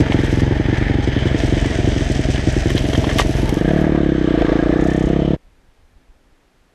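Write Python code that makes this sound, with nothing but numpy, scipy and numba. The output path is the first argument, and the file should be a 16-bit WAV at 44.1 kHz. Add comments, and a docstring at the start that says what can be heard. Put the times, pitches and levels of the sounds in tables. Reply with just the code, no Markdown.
"""A single-cylinder four-stroke off-road bike, heard from a camera beside the helmet, idles over loose stones:
uneven pops and pumping thumps with many weak firings, over noise ringing the cases, crunching ground and ticks.
It pushes through a bush in a flurry of struck resonances, then opens up across a meadow: faster pops bark and rasp,
low orders drone, the cases whine and a loose part buzzes.
A hard cut leads to a still, windy field: low buffeting, single puffs on the microphone and a faint noise bed."""
import sys
import numpy as np
from scipy import signal
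from scipy.fft import rfft, irfft
from scipy.io import wavfile
from scipy.ndimage import uniform_filter1d
from numba import njit

SR = 44100
rng = np.random.default_rng(int(sys.argv[2]) if len(sys.argv) > 2 else 0)


def digitize_waveform(pressure):
    """Quantize a signal to 16-bit integers and store it at the path in sys.argv[1].

    Rows of a 2-D input are taken as channels; values are limited to [-1, 1].
    """
    field = np.atleast_2d(pressure).T
    bounded = np.clip(field, -1, 1)
    quanta = np.round(bounded * 32767).astype(np.int16)
    wavfile.write(sys.argv[1], SR, quanta)


N = 297521


def undb(db):
    """Gain of a level in dB."""
    return 10 ** (np.asarray(db) / 20)


def level(x, db):
    """Scale to an rms level."""
    return x * undb(db) / np.sqrt(np.mean(x ** 2))


def curves(table):
    """Each column of a (start_s, ..) table as a value per sample."""
    s, *columns = np.transpose(table)
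    return [np.interp(np.arange(N) / SR, s, c) for c in columns]


@njit
def svf(x, hz, width):
    """State-variable band-pass, gain 1 at the centre."""
    y, b, l = np.empty(len(x)), 0., 0.
    g, k = np.tan(np.pi * hz / SR), width / hz
    for i in range(len(x)):
        v = (b + g * (x[i] - l)) / (1 + g * (g + k))
        b, l, y[i] = 2 * v - b, l + 2 * g * v, k * v
    return y


@njit
def glide(x, hz, width):
    """The same band-pass with a centre that moves."""
    y, b, l = np.empty(len(x)), 0., 0.
    for i in range(len(x)):
        g, k = np.tan(np.pi * hz[i] / SR), width / hz[i]
        v = (b + g * (x[i] - l)) / (1 + g * (g + k))
        b, l, y[i] = 2 * v - b, l + 2 * g * v, k * v
    return y


def band(x, hz, width_hz):
    """Steep band: the resonance applied twice."""
    return svf(svf(x, float(hz), float(width_hz)), float(hz), float(width_hz))


def coloured(x, spectrum):
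    """Give white sound a (pitch_hz, density_db) spectrum."""
    hz, db = np.transpose(spectrum)
    f = np.log(np.arange(N // 2 + 1) * SR / N + 1)
    return irfft(rfft(x) * undb(np.interp(f, np.log(hz), db, left=-90, right=-90)), N)


def walk(rate):
    """Random levels held 1 / rate s and slewed twice; spread near 1."""
    k = int(SR / rate)
    steps = np.repeat(rng.standard_normal(N // k + 1), k)
    return 1.87 * uniform_filter1d(uniform_filter1d(steps, k), k)[:N]


def grains(rate, spread_db, tail_s):
    """Noise that comes in short bursts of uneven size."""
    sizes = undb(spread_db * np.minimum(rng.exponential(size=N), 3.5))
    starts = (rng.random(N) < rate / SR) * sizes
    tails = signal.lfilter([1], [1, -np.exp(-1 / (tail_s * SR))], starts)
    return tails * rng.standard_normal(N)


def delayed(x, s):
    """The same sound s seconds later."""
    return np.r_[np.zeros(int(s * SR)), x][:N]


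def bursts(table, width_s):
    """A bell-shaped swell of gain at each (start_s, gain_db) row, centred there."""
    t = np.arange(N) / SR
    return sum(undb(db) * np.exp(-((t - s) / width_s) ** 2 / 2) for s, db in table)


# engine speed: start_s [s], firing_rate [firings per second]
SPEED = [(0.0, 22.15), (0.4, 21.68), (0.8, 23.99), (0.9, 22.82), (1.2, 21.99), (1.9, 23.14), (2.0, 21.84),
         (2.3, 21.34), (3.3, 22.34), (3.5, 20.92), (3.6, 24.0), (3.7, 36.35), (3.85, 38.12), (4.25, 31.28),
         (4.3, 31.41), (4.35, 28.32), (4.55, 27.66), (4.85, 32.33), (5.05, 32.25), (5.4, 36.61)]
START_TURN = -.215  # place in the cycle at the start
POP_S = .003  # s from the start of a cycle to its pop


def crank():
    """Cycle number, place in the cycle (0-1) and seconds since it began; the pop comes POP_S after that."""
    t, hz = np.arange(N) / SR, curves(SPEED)[0]
    turns = START_TURN + np.cumsum(hz) / SR + hz * POP_S
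    whole = np.floor(turns)
    return whole.astype(int) + 1, turns % 1, t - np.interp(whole, turns, t)


# engine load: start_s [s], throttle [0-1], pop_db [dB], silencer_ring [share], upper_ring [share],
# pipe_echo [share], pumping_thump_db [dB]
LOAD = [(0, 0, -1.2, 1.2, .1, .25, -.8), (3.47, 0, -1.2, 1.2, .1, .25, -.8), (3.62, 1, 1.5, .1, .6, .5, -6),
        (3.82, 1, 1, .3, .8, .45, -9), (3.9, 1, -1.3, 1.4, .9, .22, -9), (4.2, 1, -1.8, 1.6, .6, .25, -11),
        (4.6, 1, -2, 1.9, 2.1, .33, -9), (4.75, 1, -2, 1.8, 2.1, .33, -9.5), (4.93, 1, 0, .4, .6, .33, -11),
        (5.4, 1, 0, .3, .7, .33, -11)]
# at idle a full burn spoils the next charge, so every second firing is weak:
# first_weak_s [s], last_weak_s [s], pop_db [dB relative to a full one]
WEAK_RUNS = [(.064, .064, -13), (.291, .291, -8), (.477, .655, -13), (.78, 1.493, -14), (1.623, 1.623, -14),
             (1.755, 2.02, -10), (2.066, 2.807, -17), (2.943, 3.214, -9), (3.26, 3.26, -9),
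             (3.49, 3.49, -13), (.019, .019, -3), (.156, .156, -2), (.202, .202, -3), (.739, .739, -3),
             (1.581, 1.581, -3), (1.711, 1.711, -3), (1.974, 1.974, -3), (2.898, 2.989, -3.5),
             (3.305, 3.396, -6), (3.35, 3.35, -5.5), (3.442, 3.442, -2)]
# resonances of the exhaust pipe: pitch_hz [Hz], width_hz [Hz], gain_db [dB]
PIPE = [(62, 28, -1), (132, 13, 3)]
# low orders of the cycle that drone under load: order [times a cycle], level_db [dB], place [share of its period]
SHAKE = [(2, -27.5, .32), (4, -28, .39), (5, -30, .1)]
WEAK_SCATTER_DB, FULL_SCATTER_DB = 1.8, 1.1  # doubled at idle
POP_WIDTH_S, POP_JITTER_S, POP_ECHO_S = .00074, .00015, .0062
FRONT, TAIL = .7, 1.45  # the dip sets in much faster, the peak dies this much slower
SILENCER_HZ, IDLE_SILENCER_HZ, SILENCER_WIDTH_HZ = 316, 311.4, 75.  # cooler gas rings lower
SILENCER_WANDER = .068  # each idle firing differs by about this share
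RASP_HZ, RASP_WIDTH_HZ, RASP_DB = 1220., 120., -13
RUSH_PHASE, RUSH_WIDTH, RUSH_DB = .896, .051, -36  # place and width as shares of the cycle
SURGE_S, SURGE_WIDTH_S, SURGE = .0104, .0017, .3
BARK_HZ, BARK_WIDTH_HZ, BARK_S, BARK_DB = 665., 85., .0085, -3
STROKE_START, STROKE_END = .24, .345  # share of the cycle where the pumping push starts and ends
PUSH_CURVE = 1.9  # how late in the stroke the push builds
THUMP_ECHO_S, THUMP_ECHO = .006, .37
TRAP_HZ, TRAP_WIDTH_HZ, TRAP = 100., 45., .75


def exhaust(cycle, phase, since):
    """A pop as the valve opens, then the piston's push, which is cut off sharply and rings the pipe."""
    throttle, pop_db, ring, upper, pop_echo, thump_db = curves(LOAD)
    idle = 1 - throttle
    draws = rng.standard_normal((200, 4))
    chance = draws[cycle].T  # four random values, new for each cycle

    weak_db = np.zeros(200)
    for first_s, last_s, db in WEAK_RUNS:
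        weak_db[cycle[int(first_s * SR)]:cycle[int(last_s * SR)] + 1:2] = db
    weak_scatter = WEAK_SCATTER_DB * draws[:, 3]
    full_scatter = -FULL_SCATTER_DB * abs(draws[:, 3])
    scatter_db = np.where(weak_db < 0, weak_scatter, full_scatter)
    burn = undb(weak_db[cycle] + (2.0 - throttle) * scatter_db[cycle])

    # a puff of gas radiates as its slope: a dip, then a peak
    u = (since - POP_S - POP_JITTER_S * chance[3]) / POP_WIDTH_S
    u = np.clip(u, -1, 1) + np.minimum(u + 1, 0) / FRONT + np.maximum(u - 1, 0) / TAIL
    pop = u * np.exp(-u ** 2 / 2) * burn * undb(pop_db + .5 * chance[0])

    ring_hz = throttle * SILENCER_HZ + idle * IDLE_SILENCER_HZ * (1 + SILENCER_WANDER * chance[0])
    ring_gain = ring * undb((1.0 - 0.62 * throttle) * chance[1])
    pop = pop + ring_gain * glide(pop, ring_hz, SILENCER_WIDTH_HZ)
    pop = pop + upper * .6 * svf(pop, 500., 45.)
    # the sharp front of the puff rings a higher mode under load
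    rasp = svf(np.exp(-8 * u ** 2), RASP_HZ, RASP_WIDTH_HZ)
    pop = pop + upper * undb(RASP_DB + 1.5 * chance[2]) * rasp
    pop = pop + pop_echo * delayed(pop, POP_ECHO_S)

    # gas rasps past the valve just before it pops
    rush_noise = level(band(rng.standard_normal(N), RASP_HZ, 240), RUSH_DB)
    rush = np.exp(-((phase - RUSH_PHASE) / RUSH_WIDTH) ** 2 / 2) * rush_noise
    # at idle a full burn comes back down the pipe as a slow surge
    v = (since - SURGE_S) / SURGE_WIDTH_S
    surge = SURGE * burn * v * np.exp(-v ** 2 / 2)
    pop = pop + upper * throttle * rush + idle * surge
    # a late ring follows each pop, strong under load
    bark = svf(delayed(np.exp(-2 * u ** 2), BARK_S), BARK_HZ, BARK_WIDTH_HZ)
    pop = pop + upper * undb(BARK_DB + chance[1]) * bark

    stroke = np.clip((phase - STROKE_START) / (STROKE_END - STROKE_START), 0, None)
    cut_off = STROKE_END + .01 * (1 - .8 * throttle) * chance[2]
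    push = stroke ** PUSH_CURVE * (phase < cut_off)
    push = push * (.95 + .05 * burn) * undb(thump_db + (1.5 - throttle) * chance[1])
    push = uniform_filter1d(uniform_filter1d(push, size=36), size=34)
    # at idle burnt gas keeps flowing out after the pop; after a weak firing it is sucked back
    flow = idle * (.4 * burn - .24 + .09 * chance[2])
    push = push + flow * np.exp(-((since - .0055) / .0022) ** 2 / 2)

    # the open pipe end returns the push upside down
    edges = push - THUMP_ECHO * uniform_filter1d(delayed(push, THUMP_ECHO_S), size=40)
    edges = signal.lfilter(*signal.butter(1, 110, "high", fs=SR), edges)
    pipe = sum(undb(db) * svf(push, float(hz), float(w)) for hz, w, db in PIPE)
    shake = throttle * sum(undb(db) * np.cos(2 * np.pi * (round(k) * phase + at)) for k, db, at in SHAKE)
    gas = pop + edges + pipe
    # under load the pipe swallows a band
    return gas - TRAP * throttle * svf(gas, TRAP_HZ, TRAP_WIDTH_HZ) + shake


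# engine cases and valve gear: pitch_hz [Hz], width_hz [Hz], idle_db [dB], open_throttle_gain_db [dB]
CASES = [(461, 252, 1.5, 0.5), (624, 137, 3, -1.5), (813, 160, -7.5, 2), (1094, 260, -8.5, 8.5),
         (1788, 616, 4, 0), (2075, 680, -5.5, -7), (3080, 480, -2, -0.5), (3376, 750, -13, 5),
         (4820, 440, -13, -4.5), (6130, 540, -17, -0.5), (7740, 310, -30.5, 4.5), (10090, 1100, -36, -10)]
# clatter over time: start_s [s], gain_db [dB], gain_under_1_khz_db [dB], gain_of_ring_near_850_hz_db [dB]
CLATTER = [(0, -32, 2, 10.5), (.95, -30.5, -4.5, 14), (1.3, -30, 1.5, 4), (2.7, -33.5, 3.5, -32),
           (3.1, -32, 8, -16), (3.5, -35.5, 6, 9), (3.8, -34, 8.5, -14), (4.15, -35.5, 1.5, 0),
           (4.4, -31.5, 5.5, 0.5), (4.8, -34.5, 6, -9), (5.4, -38, 10, -10)]


def clatter(phase):
    """Valve gear and gas noise in the case resonances, louder at valve events twice a cycle."""
    beat = 1 + 0.68 * np.exp(-phase / 0.69) + 0.31 * np.exp(-((phase + .5) % 1) / 0.087)
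    drive = beat * (rng.standard_normal(N) + level(grains(400, 3.7, 0.0035), -2.3))
    throttle = curves(LOAD)[0]
    all_db, low_db, ring_db = curves(CLATTER)
    # under load the lower resonances sound while the gas leaves
    outflow = 1 + throttle * (1.3 * np.exp(-((phase - .36) / .1) ** 2 / 2) - .15)
    out = np.zeros(N)
    for hz, w, db, open_db in CASES:
        excitation = drive * (outflow if hz < 1000 else 1)
        gain_db = db + open_db * throttle + low_db * (hz < 1000) + ring_db * (750 < hz < 1000)
        out += level(band(excitation, hz, w), gain_db + 1.1 * walk(9))
    return undb(all_db - 5.5) * out


# a ring of the cases that sings under load: start_s [s], pitch_hz [Hz], gain_db [dB]
WHINE = [(3.5, 1700, -39), (3.68, 1646, -36.5), (3.9, 1625, -37.5), (4.25, 1610, -39.5), (4.5, 1615, -36),
         (4.75, 1675, -35.5), (4.9, 1797, -36.5), (5.4, 1800, -58)]
WHINE_WIDTH_HZ = 200.


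def whine(phase):
    """Gas noise in one narrow gliding ring, strongest as each cycle begins."""
    hz, db = curves(WHINE)
    drive = (.5 + np.exp(-phase / .4)) * rng.standard_normal(N)
    ring = glide(glide(drive, hz, WHINE_WIDTH_HZ), hz, WHINE_WIDTH_HZ)
    return level(ring, 0) * undb(db) * curves(LOAD)[0]


# a loose part that buzzes once a cycle: start_s [s], gain_db [dB]
RATTLE = [(4.74, -78), (4.8, -52), (4.87, -47), (5.0, -50), (5.08, -49.5), (5.17, -75)]
RATTLE_PHASE = 0.6  # share of the cycle


def rattle(phase):
    """A thin buzz kicked at the same point of every cycle."""
    kick = np.exp(-((phase - RATTLE_PHASE) % 1) / 0.35)
    return level(kick * band(rng.standard_normal(N), 6200, 3900), 0) * undb(curves(RATTLE)[0])


# stones and twigs that strike bike or camera:
# start_s [s], gain_db [dB], centre_hz [Hz], crack_gain_db [dB], knock_gain_db [dB]
HITS = [(0.121, -6, 2210, -42, -7), (0.243, -22, 1690, -19, -14), (0.398, -14, 1660, -29, -20),
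        (1.2734, -13, 2240, -30, -9), (2.3584, -12, 3220, -22, -26), (2.396, -18, 2120, -24, -25),
        (2.703, -10, 1900, -6, -16), (2.772, -14, 3200, -30, -25), (2.7785, -6.5, 3800, -15, -8),
        (2.9314, -10.5, 2980, -27, -8), (2.933, -12, 1705, -30, -2), (2.949, -8.5, 1400, -25, -12),
        (2.954, -10, 2900, -24, -28), (3.0425, -10.5, 3050, -28, 0.5), (3.092, -10, 1800, -25, -9.5),
        (3.1132, -9, 1930, -33, -9.5), (3.185, -3, 3220, -5.5, -17), (3.1848, -3, 1960, -16.5, -26),
        (3.191, 2, 1700, -19, -25.5), (3.193, -12, 3090, -11.5, -25), (3.197, 1, 946, -26.5, -5),
        (3.204, -15.5, 600, -22, 6.5), (3.208, -17, 2100, -36.5, -16.5), (3.216, -7.5, 2070, -30, -2.5),
        (3.492, -15.5, 2010, 3.5, -21), (3.542, -29, 2040, 10.5, -6), (3.81, -23, 1620, -3, -22)]
# what they set ringing: pitch_hz [Hz, before a small detune], gain_db [dB], t60_s [s]
STRUCK = [(530, 1.5, 0.023), (1102, -1.5, 0.046), (1810, -9, 0.075), (2078, -4.5, 0.054),
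          (3043, -2.5, 0.033), (3347, -1, 0.029)]
HIT_T60_S, STRUCK_DB = .022, -10.5


def hits():
    """Each blow: a short burst that rings the modes near its centre, a dry crack above, a dull knock below."""
    out, t = np.zeros(N), np.arange(4096) / SR
    fade = np.exp(-np.log(1000) * t / HIT_T60_S)
    noises = rng.standard_normal((len(HITS), 3, 4096))
    for (s, db, hz, crack_db, knock_db), noise in zip(HITS, noises):
        burst = level(band(noise[0], hz, 0.45 * hz), -11.0)
        crack = level(band(noise[1], 5900, 13000), crack_db - 13.5)
        knock = level(band(noise[2], 390, 500), knock_db - 1.0)
        rings = np.zeros(4096)
        for (f, g, t60), detune in zip(STRUCK, noise[2]):
            # modes far from the centre of the blow ring less
            gain = undb(g - 7 * abs(np.log2(f / hz)))
            tone = np.sin(2 * np.pi * f * (1 + 0.035 * detune) * t)
            rings += gain * tone * np.exp(-np.log(1000) * t / t60)
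        blow = (burst + crack + knock) * fade + undb(STRUCK_DB) * rings
        i = int(s * SR)
        out[i:i + 4096] += undb(db) * blow * np.clip(t / .0003, 0, 1)
    return out


# stones, leaves and grass under the tyres: start_s [s], gain_db [dB], dry_rustle_db [dB]
GROUND = [(0, -50, -24), (.35, -41.5, -17), (.5, -52.5, -23.5), (1.1, -60, -43), (1.4, -39, -22.5),
          (1.7, -36.5, -27.5), (2.5, -36.5, -25.5), (2.9, -36.5, -15.5), (3.15, -34.5, -20),
          (3.3, -36, -14), (3.58, -42.5, -13.5), (3.84, -49, -15), (3.92, -59, -18.5), (5.4, -73, -33)]
# colour of the crunch: pitch_hz [Hz], density_db [dB per Hz, relative]
CRUNCH = [(1470, -15), (2500, 0), (3170, -1), (4170, -6.5), (6060, -3.5), (7050, -10.5), (8420, -10.5),
          (12000, -56.5), (15600, -61.5), (22000, -120)]
# stones that shift under a tyre with a short crunch: start_s [s, centre], gain_db [dB]
CRUNCHES = [(.01, -38), (.13, -39), (.2, -42), (.25, -40), (.32, -42), (.4, -43), (.78, -39), (1.04, -39.5),
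            (1.08, -45.5), (1.2, -44), (1.275, -40), (1.4, -42), (1.73, -72), (2.12, -48), (2.32, -39.5),
            (2.5, -39), (3.2, -21.5)]
CRUNCH_S = 0.0089


def ground():
    """Dense crunch of small stones, stalks and leaves: grains and hiss with a dry rustle above."""
    all_db, dry_db = curves(GROUND)
    crunch = level(grains(600, 0.71, 0.0016), 0) + 0.78 * rng.standard_normal(N)
    stones = level(coloured(crunch, CRUNCH), 0.23)
    rustle = level(band(crunch, 10650, 4500), dry_db + .1)
    return (stones + rustle) * (undb(all_db + .6 * walk(30)) + bursts(CRUNCHES, CRUNCH_S))


# twigs and pebbles that tick: start_s [s], gain_db [dB]
TICKS = [(1.3851, -42), (1.5168, -36), (1.614, -29), (1.662, -27), (1.7897, -39), (1.8266, -39),
         (2.0461, -32), (2.12, -23), (2.2123, -32), (2.3165, -34), (2.5236, -24), (2.602, -37),
         (2.755, -24), (3.0209, -38)]
TICK_S = 0.0034


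def ticks():
    """Tiny bright snaps: high noise that dies away within milliseconds."""
    starts = np.zeros(N)
    for s, db in TICKS:
        starts[int(s * SR)] = undb(db)
    fade = signal.lfilter([1], [1, -np.exp(-1 / (TICK_S * SR))], starts)
    return fade * level(band(rng.standard_normal(N), 7000, 4000), -8.0)


def wind(hz, width_hz):
    """Low buffeting on the microphone: band noise with a wandering level."""
    return level(band(rng.standard_normal(N), hz, width_hz) * undb(0.8 * walk(13)), 0)


# single puffs of wind in the still field: start_s [s, centre], gain_db [dB], way [+1 push or -1 pull]
GUSTS = [(5.448, -45, -1), (5.585, -43, 1), (5.635, -48, -1), (5.688, -41, -1), (5.79, -43, -1),
         (5.83, -40, 1), (5.852, -43, -1), (5.963, -35, 1), (6.091, -41, -1), (6.103, -36, 1),
         (6.16, -46, 1), (6.272, -43.5, -1), (6.325, -44, 1), (6.55, -54, -1)]
GUST_S = 0.0036


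def puffs():
    """Each puff pushes or pulls the membrane once."""
    return sum(np.sign(way) * bursts([(s, db)], GUST_S) for s, db, way in GUSTS)


# wind on the microphone in the still field: start_s [s], gain_db [dB]
BREEZE = [(5.38, -58), (5.8, -54), (6.15, -55), (6.4, -59), (6.75, -60)]
# colour of the field's noise bed: pitch_hz [Hz], density_db [dB per Hz, relative]
FIELD = [(100, -23), (170, -6.5), (231, -11), (262, -5.5), (286, -8.5), (599, -12), (1100, -17.5),
         (1730, -17.5), (12500, -37), (16200, -63.5), (22000, -120)]
FIELD_DB = -60


def still_field():
    """Unsteady low wind, single puffs and a faint coloured noise bed."""
    breeze = undb(curves(BREEZE)[0] + 1.9 * walk(34)) * wind(24, 49)
    bed = level(coloured(rng.standard_normal(N), FIELD), FIELD_DB)
    return breeze + puffs() + bed


RIDE_WIND_DB = -28
CUT_S, FADE_S = 5.3645, .014


def scene():
    """The ride, faded out quickly at the cut, over the quiet field."""
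    cycle, phase, since = crank()
    engine = exhaust(cycle, phase, since) + clatter(phase) + whine(phase) + rattle(phase)
    ride = engine + hits() + ground() + ticks()
    ride = ride + undb(RIDE_WIND_DB) * wind(44, 22)
    ride = ride + undb(-30 - 8 * curves(LOAD)[0]) * wind(200, 350)
    # the whole ride has little deep bass
    ride = signal.sosfilt(signal.butter(2, 30, "high", fs=SR, output="sos"), ride)
    before = np.clip((CUT_S - np.arange(N) / SR) / FADE_S, 0, 1) ** 0.89
    return (before * ride + still_field())[None]


TOP_HZ = 15300


def record(dry):
    """The camera cuts the deepest bass, rounds the loudest peaks and cuts the top."""
    dry = signal.sosfilt(signal.butter(2, 14, "high", fs=SR, output="sos"), dry)
    rounded = np.tanh(.9 * dry) / .9
    return signal.sosfilt(signal.ellip(8, .2, 70, TOP_HZ, fs=SR, output="sos"), rounded)


dry = scene()
out = record(dry)
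digitize_waveform(out)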